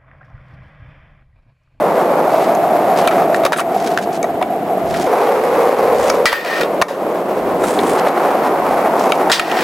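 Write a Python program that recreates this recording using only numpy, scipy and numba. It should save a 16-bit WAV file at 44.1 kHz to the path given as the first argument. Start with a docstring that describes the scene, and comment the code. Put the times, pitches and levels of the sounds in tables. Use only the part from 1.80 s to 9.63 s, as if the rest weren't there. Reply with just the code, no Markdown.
"""A concrete skatepark, heard from a camcorder riding a second board; the scene changes twice, at 3.27 s and
6.15 s. The bed is that board's wheels on the slab, a thin whistle following them, open air and wind gusts. Up
front a skater scuffs his shoes on grip tape, pops a flip and lands with a crack of maple, then twice pops onto
a steel rail and grinds, the trucks rasping and the steel ringing. Every hard blow pushes the camcorder's
limiter down, so the rolling ducks and swells back."""
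import sys
import numpy as np
from scipy import signal
from scipy.fft import rfft, irfft
from scipy.io import wavfile
from scipy.ndimage import uniform_filter1d
from numba import njit

SR = 44100
rng = np.random.default_rng(int(sys.argv[2]) if len(sys.argv) > 2 else 0)


def to_wav(s):
    """Save 16-bit WAV."""
    ch = np.atleast_2d(s).T  # columns
    pcm = np.round(np.clip(ch, -1, 1) * 32767)  # PCM
    wavfile.write(sys.argv[1], SR, pcm.astype(np.int16))


N = 345303

# open air and microphone hiss: f/Hz, level/dB
AIR_EQ = [(200, -4), (1000, 38), (3000, 24), (6000, 4.5), (9000, 10), (12000, -11), (16000, -40)]
# gusts on the microphone: peak t/s, half length/s, level/dB
GUSTS = [(2.57, .09, -43), (3.11, .1, -33.5), (3.62, 0.12, -46), (4.17, 0.34, -41.5), (5.75, 0.19, -37.5),
         (6.082, 0.09, -41), (6.85, 0.11, -40)]
# centres of a thin high whistle that follows the rolling: f/Hz, level/dB
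WHISTLE_CARRIERS = [(12060, -27), (7795, -37)]
# low and sandy layers of wheels on concrete: f/Hz, level/dB
RUMBLE_EQ = [(25, -30), (60, -27), (95, -25.5), (130, -21), (175, -4.5), (250, -1), (370, 3.5), (470, 2.5),
             (780, -7.5), (1500, -41.5)]
GRIT_EQ = [(400, -37), (720, 7.5), (920, -0.5), (1100, -1), (1300, -5.5), (1600, -11), (2200, -13),
           (3000, -23), (5000, -28), (8000, -33), (10000, -31.5), (16000, -36.5)]
# each scene's rolling, which changes at once at its start: start t/s, rumble/dB, low-end growth/(dB/s), hum/dB,
# grit/dB, boom/dB
RUNS = [(0, -22.5, 0.48, -13.5, -20.5, -32.5), (3.266, -27.5, 3.07, -15, -20, -42),
        (6.147, -23.5, 2.2, -15.5, -20.5, -40)]
# the camcorder board's ride, one curve per scene: t/s, pace/dB, deck resonance f/Hz, width/Hz
RIDE_CURVES = [
    [(0, -1, 615, 288), (.4, .8, 625, 253), (.7, -0.5, 672, 153), (1.4, 0, 668, 135), (1.9, -5.5, 697, 102),
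     (2.1, -4.5, 702, 94), (2.55, -8.5, 696, 93), (2.95, -5, 686, 94), (3.2, -3.5, 687, 96)],
    [(3.265, 1, 486, 126), (3.8, 1.5, 498, 124), (4.25, 1, 507, 133), (4.9, -4.5, 533, 200),
     (5.3, -5, 557, 260), (5.8, -3, 540, 320), (6.14, -2, 546, 350)],
    [(6.147, .5, 583, 400), (6.33, 1.5, 587, 380), (6.6, 0.5, 647, 316), (7.45, 0, 706, 283),
     (7.82, -2, 674, 350)],
]
# wheels crossing joints in the slab: t/s, peak level/dB
SLAB_JOINTS = [(1.212, -5), (1.963, -4), (2.273, -8), (3.504, -5), (4.402, -2), (5.109, -4), (5.265, -9),
               (7.680, -3)]
# shoes dragging over grip tape: t/s, length/s, level/dB, centre f/Hz
SHOE_DRAGS = [(0.443, 0.32, -36.5, 5000), (1.148, 0.084, -26.5, 4800), (1.217, 0.068, -32, 3000),
              (1.529, 0.05, -33, 8000), (1.764, 0.058, -19.5, 9150), (1.898, 0.31, -35, 5570),
              (2.061, 0.028, -30, 5500), (2.194, 0.067, -33.5, 5500), (2.299, 0.09, -35, 5970),
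              (3.054, 0.2, -33.5, 5300), (3.192, 0.08, -31, 6060), (4.116, 0.28, -30, 6200),
              (5.771, 0.25, -30, 8300), (5.973, 0.22, -30.5, 8800), (6.177, 0.027, -25.5, 4200),
              (6.275, 0.019, -27, 3920), (7.127, 0.28, -33, 5900)]
# crackle of grip tape: f/Hz, level/dB
GRIP_TAPE_EQ = [(500, -13), (1500, 18), (3000, 11), (5500, 3), (9000, 3.5), (12000, -1), (16000, -9)]
# pops, landings, truck taps and footfalls: t/s, force/dB, decay/s, knock f/Hz, knock/dB, thump/dB
BOARD_BLOWS = [(.750, -23.5, .002, 6960, 10, -10), (1.275, 0.5, 0.0028, 1390, 4, -16),
               (1.282, -14, 0.0045, 2300, 11, -5), (1.31, -12, 0.014, 1380, 3, -8),
               (1.545, -10, .0027, 1750, 10.5, -18), (1.634, -10.5, 0.0088, 900, 1, 6),
               (1.651, -3.5, 0.011, 560, 13, -6), (1.663, -3, 0.0032, 1080, 14.5, 9),
               (1.722, -0.5, .0035, 920, 11, 7.5), (1.729, 1.5, .008, 1600, 4, -18),
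               (1.761, -9, 0.0051, 1490, 3, -3), (1.785, -11.5, 0.01, 1250, 12, -1),
               (1.795, -10.5, 0.01, 1170, 13, -19.5), (1.812, -6.5, 0.0024, 1500, -13, -14),
               (2.175, -5.5, .0017, 1460, 15, -10), (2.186, -19, .005, 1560, 17, -10),
               (2.429, -7.5, 0.0012, 6300, 2.5, -6), (2.442, -10, 0.0036, 630, 6, 12.5),
               (2.614, -19.5, .008, 690, 5, 21.5), (2.625, -6.5, 0.0029, 2380, -3.5, 8.5),
               (3.141, -19.5, 0.011, 1760, 9, 8), (4.300, 6, 0.0021, 5150, -5.5, 5),
               (4.456, 5.5, 0.0062, 1240, 2.5, -9), (4.520, -6, 0.0024, 1270, 11, -6),
               (4.527, 6, 0.0051, 1100, 5, -7), (4.648, -6, 0.0038, 2000, 2, 12.5),
               (4.81, -5.5, 0.0071, 1380, 3.5, 5), (4.833, -8, .003, 3220, -2, -6),
               (5.015, -1, .008, 1070, 8, 7.5), (5.021, 8.5, 0.0045, 1010, 5.5, 6.5),
               (5.025, 5, 0.0022, 1200, -2, 5), (5.083, -17.5, .045, 1000, 10.5, -2),
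               (5.838, -1.5, 0.0023, 8000, -17, -13), (5.990, -11.5, 0.0025, 3600, 6, -8),
               (7.321, 8, 0.0016, 2440, -5, 2), (7.498, -6, 0.014, 1220, 6.5, 0),
               (7.516, -7, 0.005, 1180, 0, -11), (7.596, 10.5, 0.0027, 2250, 1, -3),
               (7.716, -16, .0016, 2630, 16, -4), (7.769, -15, 0.0037, 3560, 3, -8)]
# crack of hard contact: f/Hz, level/dB
CRACK_EQ = [(150, -16), (600, 12.5), (1200, 31), (3000, -16.5), (5000, -9), (7000, -15.5), (10000, 0),
            (16000, -25)]
# ring of the maple deck and trucks: f/Hz, level/dB, t60/s
DECK_MODES = [(539, 6.5, 0.022), (716, 3.5, 0.013), (1010, -29, 0.022), (1320, 15, 0.011), (1900, 1, 0.03),
              (2264, 3, 0.021), (2810, -12, 0.018), (3230, -27, 0.014), (3770, -7, 0.022),
              (5630, -35, .012)]
# trucks striking the rail: t/s, force/dB, decay/s, ring send/dB, scrape send/dB
RAIL_HITS = [(4.457, -1, 0.021, 5.5, -2.5), (4.527, -5.5, 0.04, -2.5, -23), (7.517, -10, 0.03, -7, 11.5)]
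# trucks grinding along it: t/s, length/s, pressure/dB, ring send/dB, scrape send/dB
GRINDS = [(4.462, 0.41, -23.5, -9, -12), (4.66, 0.16, -33.5, 4.5, -17), (7.517, 0.4, -21.5, -6, -12.5),
          (7.767, 0.127, -38.5, -11, 0)]
# steel rail, damped by the rider's weight: f/Hz, level/dB, t60/s
RAIL_MODES = [(974, -14, .2), (1195, -10, .16), (1340, -10, .18), (1540, -11, .18), (1829, 2, .28),
              (1885, 4, .1), (1990, 0, .09), (2304, -10, .12), (2482, -14, .12), (2730, -11, .12),
              (3228, -20, .22), (3490, -15, .15), (3550, -17, .2), (3920, -19, .2), (4310, -21, .2),
              (4500, -21, .2), (4634, -20, .2), (4820, -18, .22), (5273, -24, .2), (5893, -21, .2),
              (7870, -25, .12), (10275, -20, .2), (13925, -20, .2)]
# rasp and bright scrape of truck metal on the rail: f/Hz, level/dB
RASP_EQ = [(300, -29), (900, 8.5), (1500, 10), (2500, 6.5), (4000, -5), (7000, -16.5), (16000, -18)]
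SCRAPE_EQ = [(500, -17), (1200, -2), (2500, 3), (3600, 6.5), (5000, 4.5), (6500, -5), (9000, -6),
             (12000, -20), (16000, -16)]
# reflections off slab and ramps, side against mid: f/Hz, level/dB
SIDE_EQ = [(100, -5.5), (250, -30.5), (500, -23.5), (1000, -16), (2000, -9.5), (4000, -7), (8000, -10),
           (14000, -13)]


def undb(db):
    """Decibels to gain."""
    return 10 ** (np.asarray(db) / 20)


def unit(x):
    """Scale to rms 1."""
    return x / np.sqrt(np.mean(x ** 2))


def matched(x, push):
    """Give x the energy of the push that caused it."""
    return x * np.linalg.norm(push) / np.linalg.norm(x)


def curves(rows):
    """Automation lanes: each column joined by straight lines in time."""
    s, *columns = np.transpose(rows)
    return [np.interp(np.arange(N) / SR, s, c) for c in columns]


def add(track, s, sound):
    """Mix a sound into a track at time s."""
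    i = int(s * SR)
    track[i:i + len(sound)] += sound[:N - i]


def colour(x, points, size=2048):
    """Minimum-phase EQ through points of f/Hz, level/dB."""
    hz, db = np.transpose(points)
    bins = np.maximum(np.arange(size // 2 + 1) * SR / size, 1)
    gain = undb(np.interp(np.log(bins), np.log(hz), db))
    cepstrum = irfft(np.log(gain))
    cepstrum[1:size // 2] *= 2
    cepstrum[size // 2 + 1:] = 0
    return signal.oaconvolve(x, irfft(np.exp(rfft(cepstrum))))[:len(x)]


@njit
def svf(x, hz, width):
    """State-variable band-pass whose centre and width may move."""
    out, band_state, low_state = np.empty(len(x)), 0., 0.
    for i in range(len(x)):
        g, damping = np.tan(np.pi * hz[i] / SR), width[i] / hz[i]
        passed = (band_state + g * (x[i] - low_state)) / (1 + g * (g + damping))
        band_state = 2 * passed - band_state
        low_state += 2 * g * passed
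        out[i] = damping * passed
    return out


def band(x, hz, width, passes=1):
    """A resonance with gain 1 at its centre; more passes steepen the skirts."""
    ones = np.ones(len(x))
    for _ in range(passes):
        x = svf(x, np.minimum(hz, .45 * SR) * ones, width * ones)
    return x


def ring(x, modes, size=22050):
    """Drive a body's decaying modes; its response has unit energy."""
    t = np.arange(size) / SR
    response = sum((-1) ** k * undb(db - 60 * t / t60) * np.sin(2 * np.pi * hz * t)
                   for k, (hz, db, t60) in enumerate(modes))
    return signal.oaconvolve(x, response / np.linalg.norm(response))[:len(x)]


def wobble(rate_hz):
    """Smooth random modulation, rms 1."""
    hold = int(SR / rate_hz)
    steps = np.repeat(rng.standard_normal(N // hold + 1), hold)
    return unit(uniform_filter1d(steps, hold)[:N])


def grains(per_s, spread_db):
    """Tiny contacts at random moments, of uneven size."""
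    sizes = rng.choice([-1, 1], N) * undb(spread_db * np.minimum(rng.standard_normal(N), 2))
    return unit(sizes * (rng.random(N) < per_s / SR))


def burst(decay_s, size=6000):
    """A contact with an instant attack that chatters away."""
    fade = np.exp(-np.arange(size) / SR / decay_s)
    return matched(rng.standard_normal(size) * fade, fade)


def reflections(x, delay_s, decay_s):
    """A short, dense tail off the slab and ramps."""
    echoes = np.concatenate([np.zeros(int(delay_s * SR)), burst(decay_s)])
    return signal.oaconvolve(x, echoes / np.linalg.norm(echoes))[:N]


def open_air():
    """A steady wash of outdoor air and microphone hiss."""
    return unit(colour(rng.standard_normal(N), AIR_EQ))


def wind(breeze_db=-61.5, flutter_db=3.0):
    """Breeze and gusts buffet the two microphone ports, each with its own low turbulence."""
    t = np.arange(N) / SR
    gusts = sum(undb(db) * np.exp(-((t - s) / half) ** 2) for s, half, db in GUSTS)
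    strength = (undb(breeze_db) + gusts) * undb(flutter_db * wobble(6.7))
    ports = [unit(band(rng.standard_normal(N), 85, 160, passes=2)) for _ in range(2)]
    return strength * np.array(ports)


def high_whistle(roll):
    """The rolling returns high up as thin side bands, with a hollow between the stronger pair."""
    t = np.arange(N) / SR
    shake = band(roll, hz=750, width=600)
    carriers = sum(undb(db) * np.cos(2 * np.pi * hz * t) for hz, db in WHISTLE_CARRIERS)
    hollow = band(roll, hz=WHISTLE_CARRIERS[0][0], width=550)
    return shake * carriers - hollow


def ride(rumble_per_pace=0.5, hum_per_pace=0.94, grit_per_pace=1.51):
    """Automation for the rolling: pace lifts the grit most, then the hum, then the low end."""
    t, controls = np.arange(N) / SR, np.zeros((6, N))
    for (start, rumble_db, growth, hum_db, grit_db, boom_db), rows in zip(RUNS, RIDE_CURVES):
        pace_db, deck_hz, deck_width_hz = curves(rows)
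        low_db = rumble_per_pace * pace_db + growth * (t - start)
        run = [deck_hz, deck_width_hz, rumble_db + low_db, boom_db + low_db,
               hum_db + hum_per_pace * pace_db, grit_db + grit_per_pace * pace_db]
        controls = np.where(t >= start, run, controls)
    return controls


def rolling(deck_hz, deck_width_hz, rumble_db, boom_db, hum_db, grit_db):
    """Hard wheels on grainy concrete: the deck flexes and hums, the trucks boom on their bushings."""
    bumps = wobble(35)
    rumble = unit(colour(grains(5000, 4.4), RUMBLE_EQ)) * undb(rumble_db + 2 + 0.65 * bumps)
    boom = unit(band(grains(1200, 4.0), 186, 115, passes=2)) * undb(boom_db)
    hum = band(grains(2000, 3), deck_hz, 1.2 * deck_width_hz)
    hum = band(hum, deck_hz, 3 * deck_width_hz, passes=2)
    hum = unit(hum / np.sqrt(deck_width_hz)) * undb(hum_db - .5 + .7 * bumps)
    grit = colour(grains(4000, 3.8), GRIT_EQ)
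    # grit feeds the deck's upper resonance, so it speaks most when tuned low
    overtone = undb(-8.5) * band(grit, 1.99 * deck_hz, 310)
    grit = unit(grit + overtone) * undb(grit_db - 0.22 + 1.55 * bumps)
    return rumble + boom + hum + grit


def slab_joints(deck_hz, width_hz=150):
    """A wheel drops into a joint and knocks the deck at its resonance."""
    out = np.zeros(N)
    for s, db in SLAB_JOINTS:
        knock = band(signal.unit_impulse(4000), deck_hz[int(s * SR)], width_hz, passes=2)
        add(out, s, knock / np.abs(knock).max() * undb(db))
    return out


def shoe_scuffs():
    """Soles catch on the grip tape in short swells of crackle as the feet shift."""
    out = np.zeros(N)
    crackle = colour(grains(1500, 5), GRIP_TAPE_EQ) * undb(2.5 * wobble(140))
    for s, length, db, hz in SHOE_DRAGS:
        drag = crackle[int(s * SR):][:int(length * SR)]
        drag = unit(0.69 * drag + band(drag, hz, 0.55 * hz))
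        add(out, s, drag * undb(db) * np.sqrt(np.hanning(len(drag))))
    return out


def board_blows():
    """Each blow layers a crack, the ringing deck, a knock set by the spot struck and a wheel thump."""
    out = np.zeros(N)
    for s, db, decay, knock_hz, knock_db, thump_db in BOARD_BLOWS:
        push = burst(decay)
        crack = colour(push, CRACK_EQ)
        deck = ring(push, DECK_MODES)
        knock = band(push, knock_hz, .25 * knock_hz)
        thump = band(band(push, 680, 230), 663, 350)
        crack_db = -12 + 0.12 * db  # harder contact has more crack
        layers = [(crack, crack_db), (deck, -5), (knock, knock_db - 10), (thump, thump_db - 10.5)]
        add(out, s, sum(matched(layer, push) * undb(db + trim_db) for layer, trim_db in layers))
    return out


def rail_grinds(surge_db=9, settle_s=0.064, lift_off_s=0.073):
    """Trucks slam onto the steel rail, then stick and slip along it; its modes ring over the rasp."""
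    rasp, steel, scrape = np.zeros((3, N))
    slips = grains(2000, 2.2) * undb(1.5 * wobble(70))
    for s, length, pressure_db, ring_db, scrape_db in GRINDS:
        age = np.arange(N) / SR - s
        # the rider's weight bears down, settles, then leaves the rail
        weight = undb(pressure_db + surge_db * np.exp(-np.abs(age) / settle_s))
        contact = (age > 0) * np.clip((length - age) / lift_off_s, 0, 1)
        friction = slips * contact * weight
        rasp += friction
        steel += friction * undb(ring_db)
        scrape += friction * undb(scrape_db)
    for s, db, decay, ring_db, scrape_db in RAIL_HITS:
        push = burst(decay) * undb(db)
        add(rasp, s, push)
        add(steel, s, push * undb(ring_db))
        add(scrape, s, push * undb(scrape_db))
    # bright scraping feeds mostly the rail's upper modes
    steel += undb(-3.5) * band(scrape, 3500, 3100, passes=2)
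    return ring(steel, RAIL_MODES) + colour(rasp, RASP_EQ) + undb(0.5) * colour(scrape, SCRAPE_EQ)


def scene(skater_left=0.026):
    """Mid/side mix: both boards near the centre, reflections giving the skater tail and width."""
    deck_hz, deck_width_hz, *levels_db = ride()
    # left and right wheels meet different grain, so the side gets its own roll
    roll, roll_side = (rolling(deck_hz, deck_width_hz, *levels_db) for _ in range(2))
    roll += slab_joints(deck_hz)
    air, air_side = undb(-38) * open_air(), undb(-31) * open_air()
    skater = board_blows() + rail_grinds() + shoe_scuffs()
    tail = undb(-14) * reflections(skater, delay_s=.005, decay_s=0.019)
    spread = reflections(skater, delay_s=0.0019, decay_s=0.004)
    mid = air + high_whistle(roll) + roll + skater + tail
    side = colour(air_side + roll_side + spread, SIDE_EQ) + skater_left * skater
    return np.array([mid + side, mid - side]) + wind()


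@njit
def follow(peak, attack, release):
    """Envelope that jumps up and sinks slowly."""
    out, level = np.empty(len(peak)), 0.
    for i in range(len(peak)):
        level += (peak[i] - level) * (attack if peak[i] > level else release)
        out[i] = level
    return out


def record(dry, ceiling=0.76, attack_s=0.00012, release_s=0.17, top_hz=15900):
    """The limiter clamps each blow and recovers slowly; overshoots are rounded and the top is cut."""
    attack, release = 1 - np.exp(-1 / (attack_s * SR)), 1 / (release_s * SR)
    envelope = follow(np.abs(dry).max(axis=0), attack, release)
    limited = dry * np.minimum(1, ceiling / (envelope + 1e-9))
    rounded = limited / (1 + limited ** 8) ** (1 / 8)
    high_cut = signal.ellip(10, .2, 80, top_hz, fs=SR, output="sos")
    return signal.sosfilt(high_cut, rounded)


dry = scene()
out = record(dry)
to_wav(out)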